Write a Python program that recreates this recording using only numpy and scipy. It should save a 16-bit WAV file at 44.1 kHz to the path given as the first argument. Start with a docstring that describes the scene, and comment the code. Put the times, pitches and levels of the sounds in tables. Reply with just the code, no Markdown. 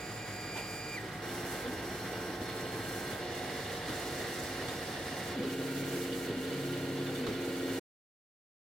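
"""A desktop 3D printer at work, its cooling fans humming and rushing all along. First the print head makes one
fast, whining move, clunks halfway and brakes with a squeak at 1 s. From 1.2 s two stepper motors (motors that
turn in tiny jumps) drone through slow strokes and shake the frame; loose parts tick, and the turns bring chirps
and knocks. We listen from four spots, moving on at 1.2, 3.2 and 5.4 s. At 7.8 s the sound breaks off and
silence follows."""
import sys
import numpy as np
from scipy import signal
from scipy.fft import rfft, irfft, next_fast_len
from scipy.io import wavfile
from scipy.ndimage import map_coordinates

SR = 44100
rng = np.random.default_rng(int(sys.argv[2]) if len(sys.argv) > 2 else 0)


def wav_record(signal):
    """Record a signal, one row per channel, as 16-bit PCM in the file named by sys.argv[1]."""
    frames = np.transpose(np.atleast_2d(signal))
    bounded = np.clip(frames, -1, 1)
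    # unit amplitude maps onto the largest positive 16-bit level
    quanta = np.round(bounded * 32767).astype(np.int16)
    wavfile.write(sys.argv[1], SR, quanta)


N = 383669

MAIN_STEP_HZ, CROSS_STEP_HZ, TRAVEL_STEP_HZ = 88.35, 141.2, 149.5  # full motor steps a second
MICROSTEPS = 16  # tiny jumps in one full step
BRAKE_AT_S, BRAKE_TAKES_S = .96, .125


# the main motor's low tones: multiple of the step rate, level/dB at spots 2, 3, 4
MAIN_TONES = [(2, -55.5, -62, -53), (3, -52, -53, -42), (4, -51, -50, -44), (5, -53, -65, -53.5),
              (6, -77, -61.5, -58)]
# moments when its fourth harmonic fades: t/s, half width/s, drop/dB
FOURTH_FADES = [(3.78, .15, 10), (4.8, 0.09, 5.5), (5.07, .08, 13), (5.72, 0.13, 16), (6.42, 0.08, 9),
                (6.6, 0.086, 2), (7.2, 0.1, 6)]
# the head slows to turn around: t/s, half width/s, motor drop/dB, hiss drop/dB
TURNAROUNDS = [(1.645, 0.042, 5, 0.5), (2.385, 0.026, 9, 4.5), (3.16, 0.031, 19, 1), (3.85, 0.063, 5, 0),
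               (4.72, .05, 3, -1), (5.39, 0.028, 13, 2.5), (6.33, 0.045, 3, 4.5), (7.265, 0.036, 8, 3)]

def main_motor():
    """The main motor drones and whines, getting quieter as the head slows at the end of each stroke."""
    dip_db = bumps((s, width, drop) for s, width, drop, _ in TURNAROUNDS)
    drone = stepper_drone(MAIN_STEP_HZ, MAIN_TONES, drift=.0013, waver_db=1.5,
                          fourth_db=-bumps(FOURTH_FADES))
    return (drone + microstep_whine()) * amp(-dip_db)


# the crosswise motor's tones: multiple of the step rate, level/dB at spots 2, 3, 4
CROSS_TONES = [(1, -63, -56.5, -56), (2, -62.5, -62, -50), (3, -70, -60.5, -58.5), (4, -71, -60, -58),
               (16, -83.5, -81.5, -64.5)]
# diagonal strokes: start/s, end/s, fade-out/s, boost of the lowest tone/dB
DIAGONALS = [(5.52, 5.975, 0.1, 9.5), (6.452, 7.04, 0.443, 11)]

def cross_motor(attack_s=.1):
    """The motor for the crosswise direction drones harder on diagonal strokes."""
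    load_db = sum(db * (ramp(start, attack_s) - ramp(end, fade)) for start, end, fade, db in DIAGONALS)
    return stepper_drone(CROSS_STEP_HZ, CROSS_TONES, drift=.00201, waver_db=1, load_db=load_db)


def stepper_drone(step_hz, tones, drift, waver_db, load_db=0, fourth_db=0):
    """Even steps make harmonics, tones at whole multiples of the step rate; the third wavers least."""
    phase = phase_of(step_hz * (1 + drift * wobble(7)))
    out = np.zeros((2, N))
    for k, *levels in tones:
        waver = waver_db * wobble(6) / (2 if k == 3 else 1)
        gain = spot_gain([-np.inf] + levels) * amp(waver + load_db / k ** 2 + fourth_db * (k == 4))
        out += tone(k * phase + rng.uniform(0, 2 * np.pi), k * step_hz, gain)
    return out


# the whine of each stroke: start/s, level/dB at 1, 2, 3, 4, 5 times the microstep rate
STROKE_WHINES = [(1.22, -61, -62.5, -65, -63.5, -85), (1.645, -64, -64, -64, -61, -85),
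                 (2.385, -70.5, -65, -59, -63, -85), (3.16, -69.5, -60, -62.5, -63, -70),
                 (3.85, -61, -61.5, -62, -62.5, -72), (4.72, -64.5, -60, -65, -63, -73),
                 (5.39, -57.5, -63, -64.5, -71.5, -85)]

def microstep_whine(drift=.000494, flutter=.00093, waver_db=1.1, rough_db=2):
    """The main motor's tiny jumps sing high up, with a new mix of harmonics on each stroke."""
    hz = MICROSTEPS * MAIN_STEP_HZ
    phase = phase_of(hz * (1 + drift * wobble(7) + flutter * wobble(90)))
    starts, *levels = np.transpose(STROKE_WHINES)
    stroke = np.searchsorted(starts, np.arange(N) / SR)
    out = np.zeros((2, N))
    for k, db in enumerate(levels, 1):
        gain = np.append(0, amp(db))[stroke]  # silent before the first stroke
        out += tone(k * phase, k * hz, gain * amp(waver_db * wobble(6) + rough_db * wobble(50)))
    return out


# tones around the fast move's whine: multiple of the step rate, level/dB
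TRAVEL_TONES = [(1, -57), (3, -59), (6, -63.5), (15, -60.5), (17, -63), (18, -70), (19, -67.5), (31, -74.5),
                (32, -52.5), (33, -81), (34, -75), (47.75, -60.5), (48, -58.5), (48.25, -70), (50, -70.5)]
# the whine swells and dips as the gantry (the head's rail) resonates: t/s, half width/s, change/dB
WHINE_SWELLS = [(.11, .055, -10), (.215, 0.022, 5), (.28, .04, -9), (.41, .04, -1), (.545, .028, 3.5),
                (.595, .04, 5.5), (.76, .05, -3.5), (.85, .05, -2.5), (.96, .035, 5.5)]

def fast_move(whine_db=-53.5, growth_db_per_s=8, waver_db=1.8, judder=.012, judder_db=2):
    """A racing motor whines; as the head brakes, the pitch falls, judders and squeaks."""
    speed, braking = travel_speed(), ramp(BRAKE_AT_S, BRAKE_TAKES_S / 10)

    def shake():
        jolts = rng.standard_normal(N // 50 + 2)
        return braking * map_coordinates(jolts, [np.arange(N) / 50], order=1)

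    step_hz = TRAVEL_STEP_HZ * speed * (1 + .00036 * wobble(12) + judder * shake())
    phase = phase_of(step_hz)
    drive = speed ** 2.6 * amp(judder_db * shake())  # slower is much quieter
    past_middle_s = np.minimum(np.arange(N) / SR, BRAKE_AT_S) - BRAKE_AT_S / 2
    level_db = whine_db + growth_db_per_s * past_middle_s + bumps(WHINE_SWELLS) + waver_db * wobble(12)
    microstep_hz = MICROSTEPS * step_hz
    # the falling whine sweeps through a sharp resonance of the carriage that holds the head
    squeak_hz, squeak_width_hz = 1930, 76
    squeak = 1 + amp(11) / (1 + ((microstep_hz - squeak_hz) / squeak_width_hz) ** 2)
    out = tone(MICROSTEPS * phase, microstep_hz[0], drive * squeak * amp(level_db))
    octave_db = 4.5 * (ramp(.32, .08) - 1)  # the whine's octave starts soft, then firms up
    overtone_db = -5.5 * braking  # tones above the whine drop once braking starts
    for k, db in TRAVEL_TONES:
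        change_db = octave_db * (k == 2 * MICROSTEPS) + overtone_db * (k > MICROSTEPS)
        gain = drive * amp(db + change_db + .5 * wobble(11))
        out += tone(k * phase + rng.uniform(0, 2 * np.pi), k * TRAVEL_STEP_HZ, gain)
    return out


def travel_speed():
    """The fast move's speed: 1 while cruising, then falling evenly to 0."""
    return 1 - ramp(BRAKE_AT_S, BRAKE_TAKES_S)


# the gantry's ringing notes: t/s, f/Hz, level/dB, time to fade by 60 dB/s
GANTRY_NOTES = [(0.97, 4785, -58, .5), (.965, 2392, -52, .4), (.995, 1890, -46, .2), (1, 8000, -57.5, .15)]

def gantry_ring(rise_s=.008):
    """The gantry rings on briefly after the braking whine has swept past its notes."""
    out, t = np.zeros((2, N)), np.arange(SR // 5) / SR
    for s, hz, db, t60 in GANTRY_NOTES:
        add_at(out, s, tone(2 * np.pi * hz * t, hz, amp(db) * strike(t, rise_s, t60)))
    return out


# tone colour of the clunk: f/Hz, relative level/dB
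CLUNK_COLOUR = [(350, -2), (550, 0), (880, -2), (1200, -11.5), (2500, -8), (5000, -18.5), (12000, -23.5)]

def clunk(at_s=.556, db=-32.5):
    """Halfway through the fast move something, likely the cable chain, flops with a dull rattle."""
    out, t = np.zeros((2, N)), np.arange(SR // 3) / SR
    add_at(out, at_s, amp(db) * noise(len(t), CLUNK_COLOUR, 300, 13000) * strike(t, rise_s=.019, t60=.25))
    return out


# short motor moves, plus the clunk's ringing body at 0.546 s: t/s, length/s, start f/Hz, end f/Hz, level/dB
CHIRPS = [(0.546, 0.033, 900, 890, -48.5), (1.001, .12, 403, 365, -49.5), (1.03, .19, 165.5, 150, -50.5),
          (1.635, 0.047, 470, 498, -41), (1.661, 0.058, 255, 250, -40), (2.252, 0.076, 380, 272, -47),
          (5.355, 0.075, 249, 262, -37.5), (5.385, 0.061, 484, 503, -39.5), (5.435, 0.055, 408, 390, -44.5),
          (5.441, .055, 240, 255, -43), (6.238, 0.1096, 490.6, 244, -43.5), (6.35, 0.06, 250, 262, -39),
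          (7.196, 0.077, 256.5, 248, -36.5), (7.236, .045, 478, 460, -40.5), (7.265, 0.06, 445, 393, -36),
          (7.284, .05, 248, 260, -38.5)]

def motor_chirps():
    """On short moves, mostly at the turns, a motor chirps through the frame's resonances."""
    out = np.zeros((2, N))
    for s, length, start_hz, end_hz, db in CHIRPS:
        size = round(length * SR)
        swell = amp(db) * signal.windows.tukey(size, .7)
        add_at(out, s, tone(phase_of(np.linspace(start_hz, end_hz, size)), start_hz, swell))
    return out


# knocks of belt and carriage: t/s, tick level/dB, thump level/dB, time to fade by 60 dB/s
KNOCKS = [(.474, -60, -36, 0.08), (2.415, -45, -39, 0.16), (3.883, -44.5, -38.5, 0.42),
          (4.683, -38, -37, 0.064), (5.39, -60, -34, 0.17), (5.432, -42.5, -38, 0.11),
          (6.297, -56, -34.5, .26), (7.266, -36.5, -39, .11), (7.285, -46, -32.5, 0.12)]
# tone colours of a knock's tick and thump: f/Hz, relative level/dB
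TICK_COLOUR = [(600, -3), (1600, 1), (2500, -11), (3650, -2), (5500, -13.5), (15000, -28.5)]
THUMP_COLOUR = [(40, -38.5), (75, -17.5), (110, -1), (260, 1.5), (450, -4.5), (800, -33.5), (3000, -62)]

def belt_knocks():
    """Belt and carriage knock: a bright tick and a low thump that die away together."""
    out, t = np.zeros((2, N)), np.arange(SR // 4) / SR
    for s, tick_db, thump_db, t60 in KNOCKS:
        tick = amp(tick_db) * noise(len(t), TICK_COLOUR, 500, 15000)
        thump = amp(thump_db) * noise(len(t), THUMP_COLOUR, 40, 3000)
        add_at(out, s, (tick + thump) * strike(t, rise_s=.00049, t60=t60))
    return out


# the notes that loose parts ring at: f/Hz, width/Hz, relative level/dB
LOOSE_PART_NOTES = [(1450, 60, -2), (1970, 90, -5), (2920, 80, -1), (3500, 90, 0), (3820, 80, -9),
                    (4530, 90, -7)]
# clear ticks: t/s, level/dB before the trim, leading f/Hz
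CLEAR_TICKS = [(1.2894, -40.5, 2870), (1.6594, -39, 3510), (2.1395, -41.5, 2850), (2.497, -37.5, 3560),
               (2.570, -37, 3600), (2.655, -41, 3420), (2.8494, -39, 2850), (2.932, -38.5, 2980),
               (3.062, -39, 3430), (3.132, -38, 3520), (3.372, -38, 3590), (3.505, -41, 3700),
               (3.657, -39.5, 3630), (3.8935, -36, 3680), (4.1994, -36, 3700), (4.68, -37, 3650),
               (4.9576, -37, 2800), (5.497, -39.5, 3520), (6.121, -32.5, 2940), (6.5016, -39, 2900),
               (6.732, -36, 2930), (6.995, -39, 3480), (7.082, -39, 3500), (7.152, -37, 3480),
               (7.3377, -37, 2890), (7.425, -42, 3550), (7.63, -36, 3500)]
# the softer patter: level/dB before the trim at spots 2, 3, 4
PATTER_DB = [-46.5, -45.5, -41.5]

def carriage_rattle(patter_per_s=26, scatter_db=2, detune=.015, trim_db=-9, bounce_db=-6):
    """Loose parts of the carriage hit, ring and bounce once: clear ticks over an uneven patter."""
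    rise_s, t60 = .00092, .085
    out, t = np.zeros((2, N)), np.arange(SR // 10) / SR
    hz = np.geomspace(1000, 10000, 400)
    times = SPOT_TIMES[1] + np.cumsum(rng.uniform(.3, 1.7, 300)) / patter_per_s
    offsets_db = scatter_db * rng.standard_normal(len(times))
    patter = [(s, PATTER_DB[np.searchsorted(SPOT_TIMES, s) - 2] + db, None)
              for s, db in zip(times, offsets_db) if s < SPOT_TIMES[-1]]
    for s, db, lead_hz in list(CLEAR_TICKS) + patter:
        notes = [(f * (1 + detune * rng.normal()), width, level + scatter_db * rng.normal())
                 for f, width, level in LOOSE_PART_NOTES]
        if lead_hz:
            notes.append((lead_hz, 80, 4))  # one extra, stronger note
        ring = noise(len(t), resonances(notes, hz), 1200, 9000)
        flight_s = .012 * rng.uniform(.5, 2)
        bounce = amp(bounce_db) * strike(np.maximum(t - flight_s, 0), rise_s, t60)
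        add_at(out, s, amp(db + trim_db) * (strike(t, rise_s, t60) + bounce) * ring)
    return out


# resonances of the head's housing: f/Hz, width/Hz, relative level/dB
HOUSING_NOTES = [(1450, 70, 0.5), (1660, 110, -3), (1970, 60, -3), (2930, 150, 0), (3470, 190, -2),
                 (4480, 220, -8)]
# its buzz: level/dB at spots 1-4
BUZZ_DB = [-78, -66, -59.5, -56]

def housing_buzz(chatter_db=2.5):
    """The motor steps shake the head's housing, which buzzes unevenly."""
    body = noise(N, resonances(HOUSING_NOTES, np.geomspace(1000, 6000, 300)), 1200, 4800)
    return body * spot_gain(BUZZ_DB) * puffs(CROSS_STEP_HZ, depth=1.2) * amp(chatter_db * wobble(45))


# tone colour of the rumble: f/Hz, relative level/dB at spots 1-4
RUMBLE_COLOUR = [(25.05, -102, -95, -95, -96), (41.8, -86.5, -82, -86.5, -89),
                 (81.5, -79.5, -73, -70.5, -79), (102, -66, -66.5, -68.5, -66.5),
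                 (156.5, -74, -71, -72.5, -72.5), (230, -74.5, -72, -71, -72),
                 (335, -74.5, -70, -72.5, -64.5), (470, -74, -68.5, -69.5, -64),
                 (540, -76.5, -72, -73, -70.5), (934, -81.5, -73, -75.5, -77.5)]
# the whole rumble: level/dB at spots 1-4
RUMBLE_DB = [-45.5, -42.5, -42.5, -42]

def frame_rumble(shake_db=.7):
    """Belts and rollers rumble through the frame."""
    return spot_gain(RUMBLE_DB) * amp(shake_db * wobble(30)) * spot_noise(RUMBLE_COLOUR, 24, 876)


# steady tones of fans and housing: f/Hz, level/dB at spots 1-4
FAN_TONES = [(55.3, -60.5, -60.5, -64, -63), (108.7, -57, -55.5, -63.5, -56), (192, -57.5, -55.5, -66, -57),
             (313.2, -57, -61.5, -65.5, -54.5), (322.4, -62, -57, -58.5, -61),
             (467.8, -65, -56, -53, -48.5), (731.3, -55, -58, -51.5, -77), (755, -83.5, -70, -76.5, -62),
             (1066, -81, -58, -59, -87.5), (1301, -73.5, -62.5, -64, -67), (1520, -77, -56.5, -82, -69),
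             (1598, -84, -55, -83.5, -78.5), (1624, -59, -81.5, -61, -77), (1890, -67.5, -61.5, -60, -57.5),
             (1946, -57.5, -73, -79, -84), (2270, -85.5, -74, -73.5, -68), (3720, -91.5, -80.5, -66, -81.5),
             (3950, -86, -92.5, -78, -66), (4204, -76, -77.5, -64, -84.5)]
# faint upper fan tones, each heard from one spot: spot (1-4), f/Hz, level/dB
FAN_OVERTONES = [(1, 851, -65), (1, 1238, -67), (1, 1443, -62), (1, 1647, -64), (1, 2078, -66),
                 (3, 3391, -69.5), (3, 3677, -65), (3, 3919, -67.5), (4, 1044, -67), (4, 1610, -68),
                 (4, 1976, -67), (4, 3801, -71), (4, 4522, -71)]

def fan_hum(drift_hz=.73, overtone_drift_hz=2, waver_db=1.26):
    """The spinning fans hum; each tone drifts and wavers a little on its own."""
    out = np.zeros((2, N))
    for hz, *levels in FAN_TONES:
        phase = phase_of(hz + drift_hz * wobble(5))
        out += tone(phase, hz, spot_gain(levels) * amp(waver_db * wobble(5.5)))
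    for spot, hz, db in FAN_OVERTONES:
        part = spot_slice(round(spot))
        phase = phase_of(hz + overtone_drift_hz * wobble(12)[part])
        out[:, part] += tone(phase, hz, amp(db + waver_db * wobble(5.5)[part]))
    return out


# tone colour of the moving air: f/Hz, relative level/dB at spots 1-4
AIR_COLOUR = [(900, -82.5, -79, -75.5, -77), (1200, -80.5, -77, -78, -81), (1600, -82, -78, -76.5, -76.5),
              (1900, -81, -73.5, -71.5, -79), (2230, -82, -78, -78, -77.5), (2570, -89.5, -83, -82, -82),
              (2970, -86, -82.5, -82, -81), (3140, -89.5, -83, -83.5, -82.5),
              (3430, -87.5, -83, -82, -84.5), (4460, -91.5, -85, -83.5, -84.5),
              (5170, -92, -87, -85.5, -90.5), (8500, -95, -89, -89, -93), (11500, -99, -91, -93, -96.5),
              (15500, -100.5, -93.5, -95, -96.5)]
# the fans' rush and the jet's hiss: base level/dB at spots 1-4
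RUSH_DB = [-48, -46.5, -45, -48]
HISS_DB = [-58, -55, -53.5, -54]
# the jet swells over the print's walls and sinks over a hollow: t/s, half width/s, change/dB
JET_PASSES = [(1.39, 0.067, 4), (1.54, 0.065, 6.5), (2.85, 0.13, 1.5), (2.98, 0.068, 3.5), (3.12, 0.063, 4),
              (3.28, 0.059, -5), (4.16, 0.17, 2), (4.44, .13, 2.5), (5.9, 0.21, 3.5), (6.17, 0.13, 1.5),
              (7.78, 0.18, 3.5)]

def fan_air(fan_turn_hz=141.3, gust_db=.88, flutter_db=1.04):
    """The fans rush; the nozzle's air jet hisses, puffs once per fan turn and sinks at most turns."""
    speed = travel_speed()  # on the fast move the rush is softer and the rollers add hiss
    jet_db = bumps(JET_PASSES) - bumps((s, width, drop) for s, width, _, drop in TURNAROUNDS)
    rush_change_db = .23 * jet_db - 1.16 * speed + gust_db * wobble(40)
    hiss_change_db = jet_db + 1.5 * speed + flutter_db * (wobble(18) + wobble(65))
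    rush = spot_gain(RUSH_DB) * amp(rush_change_db) * spot_noise(AIR_COLOUR, 907, 5300)
    hiss = spot_gain(HISS_DB) * amp(hiss_change_db) * spot_noise(AIR_COLOUR, 5120, 18000)
    return rush + hiss * puffs(fan_turn_hz, depth=.24)


# faint whistles: start/s, end/s, fade/s, f/Hz, pitch jitter/Hz, level/dB
WHISTLES = [(2.45, 3.189, .15, 8330, 200, -66), (3.18, 3.46, .05, 2834, 45, -62.5),
            (3.3, 5.4, .25, 8877, 36, -66.5), (3.45, 5.42, 0.13, 4775, 5, -65)]

def whistles(waver_db=2):
    """Air and rollers make thin, fuzzy whistles that fade in and out."""
    out = np.zeros((2, N))
    for start, end, fade, hz, jitter_hz, db in WHISTLES:
        phase = phase_of(hz + jitter_hz * wobble(120))
        swell = ramp(start, fade) - ramp(end - fade, fade)
        out += tone(phase, hz, swell * amp(db + waver_db * wobble(12)))
    return out


def room_echo(sound, db=-11, t60=.4, delay_s=.012):
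    """The room answers a sound with a short, blurred tail."""
    t = np.arange(SR // 3) / SR
    tail = rng.standard_normal((2, len(t))) * amp(-60 * t / t60) * (t > delay_s)
    return amp(db) * signal.fftconvolve(sound, tail / np.linalg.norm(tail[0]), axes=1)[:, :N]


# when each of the four listening spots begins, and when the last ends: t/s
SPOT_TIMES = [0, 1.22, 3.195, 5.362, 7.797]

def spot_slice(spot):
    """The samples heard from one listening spot (1-4)."""
    return slice(round(SPOT_TIMES[spot - 1] * SR), round(SPOT_TIMES[spot] * SR))


def spot_gain(levels_db):
    """A gain that jumps to a new level at each spot."""
    gain = np.zeros(N)
    for spot, db in enumerate(levels_db, 1):
        gain[spot_slice(spot)] = amp(db)
    return gain


def spot_noise(colours, lo_hz, hi_hz):
    """Noise that takes a new tone colour at each spot."""
    out = np.zeros((2, N))
    for spot in range(1, len(SPOT_TIMES)):
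        part = spot_slice(spot)
        out[:, part] = noise(part.stop - part.start, np.array(colours)[:, [0, spot]], lo_hz, hi_hz)
    return out


# how wide the sound is: f/Hz, side minus mid level/dB
STEREO_WIDTH = [(60, -20.5), (380, -20.5), (700, -11), (1290, -7.5), (2380, -7.5), (4400, -3), (8120, 0),
                (12000, 2), (15000, 6)]
# which way it leans: f/Hz, left minus right level/dB
STEREO_LEAN = [(150, 1), (350, 0), (700, -3), (3000, -2), (15000, -2)]

def stereo(mid, side, hz):
    """Left and right from what both ears share (mid) and what sets them apart (side)."""
    side = side * amp(read_curve(STEREO_WIDTH, hz))
    lean = amp(read_curve(STEREO_LEAN, hz) / 2)
    return np.array([(mid + side) * lean, (mid - side) / lean])


def tone(phase, hz, gain):
    """A pure stereo tone that reaches the left ear first."""
    return np.sqrt(2) * gain * stereo(np.sin(phase), np.cos(phase), hz)


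def noise(size, colour, lo_hz, hi_hz):
    """Stereo noise of strength 1 with a given tone colour between steep band edges."""
    m = next_fast_len(size + 4096)
    hz = np.fft.rfftfreq(m, 1 / SR) + 1
    band = ((1 + (lo_hz / hz) ** 16) * (1 + (hz / hi_hz) ** 16)) ** -.5
    mid, side = rfft(rng.standard_normal((2, m))) * amp(read_curve(colour, hz)) * band
    pair = irfft(stereo(mid, side, hz), m)[:, :size]
    return pair / np.std(pair.mean(axis=0))


def resonances(notes, hz):
    """A tone colour with one peak for each (f/Hz, width/Hz, level/dB) note."""
    power = sum(amp(db) ** 2 / (1 + ((hz - centre) / width) ** 2) ** 2 for centre, width, db in notes)
    return np.column_stack([hz, 10 * np.log10(power)])


def puffs(rate_hz, depth):
    """A gain that puffs once per cycle and keeps the average power."""
    gain = 1 + depth * (.5 + .5 * np.cos(phase_of(rate_hz + .5 * wobble(5)))) ** 8
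    return gain / np.sqrt(np.mean(gain ** 2))


def strike(t, rise_s, t60):
    """The shape of a hit: a quick rise, and a fade of 60 dB every t60 seconds."""
    return amp(-60 * t / t60) * (1 - np.exp(-t / rise_s))


def wobble(rate):
    """A smooth random curve through about `rate` values a second."""
    coarse = np.linspace(0, N / SR * rate, 2000)
    curve = map_coordinates(rng.standard_normal(600), [coarse], mode="wrap")
    return np.interp(np.arange(N), np.linspace(0, N, len(coarse)), curve)


def bumps(rows):
    """Bell-shaped swells added up, one for each (t/s, half width/s, height) row."""
    t = np.arange(N) / SR
    return sum(height * np.exp(-((t - s) / width) ** 2) for s, width, height in rows)


def ramp(start, length):
    """0 before start, rising evenly to 1 over length seconds."""
    return np.clip((np.arange(N) / SR - start) / length, 0, 1)


def phase_of(hz):
    """The running angle of a wave whose pitch is given per sample."""
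    return 2 * np.pi * np.cumsum(hz) / SR


def read_curve(points, hz):
    """Read between (f/Hz, value) points, with octaves evenly spaced."""
    f, values = np.transpose(points)
    return np.interp(np.log(hz + 1), np.log(f + 1), values)


def add_at(out, s, sound):
    """Mix a short sound in at s seconds."""
    out[:, round(s * SR):][:, :sound.shape[1]] += sound


def amp(db):
    """Decibels to gain."""
    return 10 ** (np.asarray(db) / 20)


def scene():
    """Motors, moving parts and fans together; only the braking whine echoes in the room."""
    motors = main_motor() + cross_motor()
    whine = fast_move()
    braking = room_echo(whine * (travel_speed() < 1)) + gantry_ring()
    parts = clunk() + motor_chirps() + belt_knocks() + carriage_rattle() + housing_buzz()
    background = frame_rumble() + fan_hum() + fan_air() + whistles()
    return motors + whine + braking + parts + background


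def record(dry, fade_s=.01, top_hz=15950):
    """Stop the sound dead at the end of the last spot and remove the very highest treble."""
    m = next_fast_len(N + SR // 2)
    stopped = dry * (1 - ramp(SPOT_TIMES[-1] - fade_s, fade_s))
    low_pass = 1 / (1 + (np.fft.rfftfreq(m, 1 / SR) / top_hz) ** 400)
    return irfft(rfft(stopped, m) * low_pass, m)[:, :N]


dry = scene()
out = record(dry)
wav_record(out)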